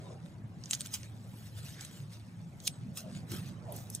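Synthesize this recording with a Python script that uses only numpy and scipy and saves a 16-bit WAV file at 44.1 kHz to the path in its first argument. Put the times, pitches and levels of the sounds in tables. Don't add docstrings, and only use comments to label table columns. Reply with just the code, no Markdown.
import sys
import numpy as np
from scipy import signal
from scipy.fft import rfft, irfft
from scipy.io import wavfile

SR = 44100
rng = np.random.default_rng(int(sys.argv[2]) if len(sys.argv) > 2 else 0)


def file_out(sig):
    cols = np.atleast_2d(sig).T
    lim = np.clip(cols, -1, 1)
    pcm = np.round(lim * 32767).astype(np.int16)
    wavfile.write(sys.argv[1], SR, pcm)


N = 176400
T, HZ = np.arange(N) / SR, np.fft.rfftfreq(N, 1 / SR) + 1
LOW_PATCHES = dict(patch_hz=68.7, patch_s=0.041)

def amp(db):
    return 10 ** (np.asarray(db) / 20)

def unit(x):
    return x / np.sqrt(np.mean(x ** 2) + 1e-20)

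def contour(points):
    return np.interp(T, *np.transpose(points))

def spectrum(points, hz=HZ):
    f, value = np.transpose(points)
    return np.interp(np.log(hz), np.log(f), value)

def shaped(x, gain):
    return unit(irfft(rfft(x) * gain, N))

def bell(hz, octaves, axis_hz=HZ):
    return np.exp(-.5 * (np.log2(axis_hz / hz) / octaves) ** 2)

def spread(pair, apart):
    mid, side = pair[0], apart * pair[1]
    return np.array([mid + side, mid - side]) / np.sqrt(1 + apart ** 2)

def patchy(x, db, patch_hz=300, patch_s=0.024):
    frames = dict(fs=SR, nperseg=1024, noverlap=768)
    hz, t, z = signal.stft(x, **frames)
    across = np.fft.fftfreq(len(hz), hz[1])[:, None] * patch_hz
    along = np.fft.fftfreq(len(t), t[1]) * patch_s
    smoothing = np.exp(-2 * (across ** 2 + along ** 2))
    field = np.fft.ifft2(np.fft.fft2(rng.standard_normal(z.shape[1:])) * smoothing).real
    return unit(signal.istft(z * amp(db * unit(field)), **frames)[1][:, :N])

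# (frequency [Hz], correlation [1])
AIR_CORRELATION = [(35, .05), (80, 0.88), (250, 0.9), (550, 0.75), (1100, 0.022), (3000, 0.12),
                   (8000, 0.99)]
def air_noise():
    common, separate = rfft(rng.standard_normal((2, N)))
    same = np.clip(spectrum(AIR_CORRELATION), -1, 1)
    return irfft(np.array([common, same * common + np.sqrt(1 - same ** 2) * separate]), N)

# (frequency [Hz], relative level [dB])
RUMBLE_SPECTRUM = [(15, -81), (25, -34), (75, -11.5), (108, -1.5), (182, -3.5), (300, -17.5), (468, -25),
                   (578, -23), (687, -25.5), (757, -26), (2500, -42), (3250, -69), (5500, -120)]
# (time [s], relative level [dB])
RUMBLE_ENVELOPE = [(0.0, -42.5), (0.1, -45.5), (1.46, -48), (1.54, -48), (1.97, -47.5), (2.0, -47.5),
                   (2.22, -49.5), (2.81, -44.5), (2.83, -47), (2.96, -45.5), (3.51, -42.5), (3.55, -44),
                   (3.89, -43.5), (4.0, -49.5)]
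# (time [s], left minus right [dB])
RUMBLE_BALANCE = [(.2, 0), (2.9, -0.5), (3.4, -3)]
# (frequency [Hz], relative level [dB])
HISS_SPECTRUM = [(1000, 4), (2500, 1.5), (4500, -6), (7500, -9.5), (10000, -12.5), (15000, -20)]
def outdoors(hum_hz=108.7):
    colour = amp(spectrum(RUMBLE_SPECTRUM)) / np.sqrt(1 + (HZ / RUMBLE_SPECTRUM[-1][0]) ** 4)
    noise = patchy(air_noise(), db=3, **LOW_PATCHES)
    rumble = amp(contour(RUMBLE_ENVELOPE) - 1) * shaped(noise, colour)
    waver = shaped(rng.standard_normal(N), 1 / (1 + (HZ / 4) ** 4))
    hum = amp(-54.5) * unit((1 + 0.43 * waver) * np.sin(2 * np.pi * hum_hz * T))
    hiss = amp(-68.5) * shaped(patchy(air_noise(), db=5.5), amp(spectrum(HISS_SPECTRUM)))
    pan_db = contour(RUMBLE_BALANCE) / 2
    return (rumble + hum) * amp([pan_db, -pan_db]) + hiss

# (peak time [s], level [dB], half length [s], centre [Hz], width [octaves])
HOLLOW_SWELLS = [(0.102, -49.5, 0.054, 524, 0.59), (3.082, -53.5, 0.037, 598, 0.19),
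                 (3.346, -44, 0.039, 172, .8), (3.717, -47.5, .055, 623, 0.42),
                 (1.577, -43, 0.037, 115, 0.32), (2.022, -41.5, 0.022, 128.7, 0.12),
                 (2.86, -40, 0.042, 152, 0.4), (3.128, -44.5, 0.079, 179.6, .2)]
def swells():
    noise = patchy(air_noise(), db=4, **LOW_PATCHES)
    return sum(amp(db) * np.exp(-.5 * ((T - s) / half) ** 2) * shaped(noise, bell(hz, width))
               for s, db, half, hz, width in HOLLOW_SWELLS)

def scatter(x, decay_s=0.014, rise_s=0.00045):
    t = np.arange(6000) / SR
    tail = rng.standard_normal((2, len(t))) * np.exp(-t / decay_s) * (1 - np.exp(-t / rise_s))
    return signal.fftconvolve(x, tail / np.linalg.norm(tail[0]), axes=1)[:, :N]

# (frequency [Hz], lead of left [rad])
PORT_LEAD = [(600, 0), (1200, 1.23), (2200, 1.66), (3200, 1.1), (4300, 2), (5600, 1.6), (7500, -2.2),
             (15000, 1.8)]
def ports(x, places=((0, 1, 0),)):
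    frames = dict(fs=SR, nperseg=512, noverlap=384)
    hz, t, z = signal.stft(x, **frames)
    s, off_axis, pan_db = np.transpose(places)
    lead = spectrum(PORT_LEAD, hz + 1)[:, None] * np.interp(t, s, off_axis)
    left = np.exp(.5j * lead) * amp(np.interp(t, s, pan_db) / 2)
    return signal.istft(z * np.array([left, 1 / left]), **frames)[1][:, :N]

def centred(x, above_hz=7100):
    mid = x.mean(0)
    return mid + irfft(rfft(x - mid) / (1 + (HZ / above_hz) ** 10), N)

def grains(per_s, spread_db, patches=8, colour_db=4):
    out, knots_hz = 0, np.geomspace(500, 16000, 16)
    for _ in range(patches):
        sizes = amp(spread_db * np.minimum(rng.exponential(1, (2, N)), 5))
        clicks = sizes * rng.choice([-1, 1], (2, N)) * (rng.random((2, N)) < per_s / patches / SR)
        colour = amp(colour_db * np.interp(HZ, knots_hz, rng.standard_normal(len(knots_hz))))
        out = out + shaped(clicks, colour)
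    return spread(out, apart=0.35)

# (time [s], relative level [dB])
BRUSH_ENVELOPE = [(0, -62), (.13, -62), (.19, -71.5), (.26, -61.5), (.42, -76.5), (.57, -70.5), (.66, -57),
                  (.78, -57), (.9, -57.5), (1.05, -55.5), (1.12, -66.5), (1.32, -62.5), (1.47, -57),
                  (1.53, -66), (1.59, -49), (1.62, -59), (1.645, -51), (1.71, -50.5), (1.77, -60.5),
                  (1.82, -49), (1.9, -57.5), (1.98, -54), (2.09, -67.5), (2.13, -53), (2.23, -66),
                  (2.56, -69.5), (2.63, -65), (2.75, -63.5), (2.92, -69.5), (3.09, -61), (3.165, -51),
                  (3.26, -71), (3.32, -43), (3.42, -55.5), (3.49, -52.5), (3.56, -68.5), (3.66, -65.5),
                  (3.79, -54), (3.84, -62.5), (3.96, -64)]
# (frequency [Hz], relative level [dB])
BRUSH_SPECTRUM = [(500, -1.5), (900, -7.5), (1400, 0.5), (2200, 1.5), (3000, 1), (3700, 3.5), (4700, -0.5),
                  (6300, -1.5), (8200, 3), (10500, -9.5), (12500, -12.5), (15300, -12.5)]
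# (time [s], gain [dB])
BRUSH_SHELF = [(0, -11), (1.1, 2), (1.35, 9), (1.85, 3), (2.4, 0), (3.15, -7), (3.35, 10.5), (3.6, -9)]
def brushing(low_hz=597, shelf_hz=10400):
    colour = amp(spectrum(BRUSH_SPECTRUM)) / np.sqrt(1 + (low_hz / HZ) ** 4)
    crinkle = patchy(shaped(grains(per_s=7000, spread_db=1), colour), db=5)
    ticks = amp(-5.5) * shaped(grains(per_s=200, spread_db=2), colour)
    rustle = crinkle + ticks
    treble = irfft(rfft(rustle) / (1 + (shelf_hz / HZ) ** 10), N)
    rustle = rustle + (amp(contour(BRUSH_SHELF)) - 1) * treble
    return amp(contour(BRUSH_ENVELOPE) - 1.5) * rustle

def squeak(peak_s=2.732, fade_s=0.022, hz=8150, glide_hz_per_s=-5500):
    unsteady = shaped(rng.standard_normal(N), 1 / (1 + (HZ * fade_s) ** 2))
    tone = np.sin(2 * np.pi * np.cumsum(hz + glide_hz_per_s * (T - peak_s)) / SR)
    return amp(-55) * np.exp(-abs(T - peak_s) / fade_s) * (1 + .5 * unsteady) * tone

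# (peak time [s], level [dB], rise [s], fall [s], centre [Hz], lower edge [Hz])
FIBRE_TEARS = [(0.711, -43, 0.0099, 0.0045, 6900, 2400), (0.733, -36, 0.0086, 0.013, 5400, 300),
               (.809, -44, 0.015, 0.012, 6900, 1000), (0.86, -42.5, 0.0094, 0.01, 6700, 1500),
               (0.945, -33.5, 0.011, 0.015, 6000, 350), (1.8, -54.5, .08, 0.06, 1800, 1520),
               (2.659, -51, 0.033, 0.027, 6060, 2200), (2.679, -31, 0.0094, 0.0023, 5600, 2500),
               (2.976, -37.5, 0.011, 0.021, 6500, 500), (3.333, -49, 0.02, 0.035, 2480, 550),
               (3.764, -47, 0.026, 0.056, 12300, 1000), (3.951, -44, 0.018, 0.015, 7600, 2660)]
# (frequency [Hz], relative level [dB])
TEAR_SPECTRUM = [(200, -8), (700, 5), (1400, 5.5), (2300, -2), (3200, -1.5), (4400, -3), (6000, 0.5),
                 (8500, 0), (11000, -7.5), (15500, -1.5)]
def tearing():
    fibres = patchy(grains(per_s=8000, spread_db=3), db=4.5)
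    out = 0
    for s, db, rise, fall, hz, low_hz in FIBRE_TEARS:
        envelope = np.exp(-np.maximum((s - T) / rise, (T - s) / fall))
        colour = amp(spectrum(TEAR_SPECTRUM)) * bell(hz, octaves=1.38) / np.sqrt(1 + (low_hz / HZ) ** 10)
        out = out + amp(db) * envelope * shaped(fibres, colour)
    return out

def ring(t, hz, peak_s):
    return (t / peak_s * np.exp(1 - t / peak_s)) ** 2 * np.sin(2 * np.pi * hz * t)

def crack(leaf_hz, stalk_hz, stalk_db, crumble_db, rise_s=0.00029, crumble_s=0.003, cells_per_s=7000):
    size = 1024
    t, hz = np.arange(size) / SR, np.fft.rfftfreq(size, 1 / SR) + 1
    snap = ring(t, leaf_hz, rise_s) + amp(stalk_db) * ring(t, stalk_hz, peak_s=0.00024)
    colour = bell(leaf_hz, 0.32, hz) + amp(stalk_db + 7.5) * bell(stalk_hz, 0.19, hz)
    bursts = rng.choice([-1, 1], (2, size)) * (rng.random((2, size)) < cells_per_s / SR)
    cells = unit(irfft(rfft(bursts) * colour))
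    envelope = np.exp(-t / crumble_s) * (1 - np.exp(-t / rise_s))
    return snap + amp(crumble_db) * envelope * spread(cells, apart=0.77) / np.sqrt(2)

# (time [s], level [dB], leaf ring [Hz], stalk ring [Hz],
# stalk relative to leaf [dB], crumble relative to leaf [dB])
RIB_CRACKS = [(0.638, -33.5, 5500, 3500, -20, -6.5), (0.658, -35.5, 6400, 3500, -13, -4),
              (0.7102, -13.5, 7600, 3150, -12, -9.5), (0.7163, -25, 7800, 3200, -25, -10),
              (0.7328, -19.5, 5900, 3420, -0.5, -2.5), (.7336, -27, 7600, 1260, -7, -6),
              (.7372, -28, 6300, 2100, -21, -2), (0.742, -26, 6050, 3000, -16, -8),
              (.7494, -25.5, 6600, 3180, -19, -1), (0.8079, -22, 8450, 4040, -5.5, -11),
              (0.8166, -26.5, 8100, 3900, -6, -14), (0.8603, -29.5, 7100, 3400, -6, -8),
              (.8708, -32, 8500, 3800, -6, -10), (.9395, -26, 8200, 3210, -13, 0.5),
              (.953, -35, 7500, 3120, -1, -5), (1.0321, -37, 5700, 2860, -3.5, -7),
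              (1.809, -31.5, 7050, 3370, -12, -1.5), (1.849, -32, 7540, 3420, -11.5, 0.5),
              (2.602, -43, 6900, 3800, -5, 2), (2.6721, -20.5, 6960, 4000, -6, -1.5),
              (2.6765, -15, 9570, 3600, -3, -10.5), (2.6768, -22.5, 5660, 2950, -3, -2),
              (2.6789, -24.5, 5950, 2580, -5, -6), (2.9727, -29.5, 7600, 3420, -7, -2.5),
              (3.723, -40, 12500, 3400, -14, 5), (3.7641, -33.5, 12340, 7000, -7, -3),
              (3.901, -36.5, 10400, 5600, -11, 4.5), (3.9498, -21, 8040, 3700, -20, -4.5)]
def ribs():
    out = np.zeros((2, N))
    for s, db, *timbre in RIB_CRACKS:
        sound = amp(db) * crack(*timbre)
        start = round(s * SR)
        out[:, start:start + sound.shape[1]] += sound[:, :N - start]
    return out

# (time [s], off-axis share of the port phase [1], left minus right [dB])
BREAK_PLACES = [(.9, 0.72, -1.5), (2.67, 0.7, -2), (3.3, 0.9, -1)]
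def scene():
    direct = ribs() + tearing() + squeak()
    breaking = ports(direct + amp(-14.5) * scatter(direct), BREAK_PLACES)
    return breaking + centred(ports(brushing())) + swells() + outdoors()

def record(dry, left_db=-0.32, right_db=-0.62, edge_hz=15550):
    lowpass = signal.firwin(255, edge_hz, window=("kaiser", 8), fs=SR)
    return signal.oaconvolve(dry * amp([[left_db], [right_db]]), lowpass[None], "same")

dry = scene()
out = record(dry)
file_out(out)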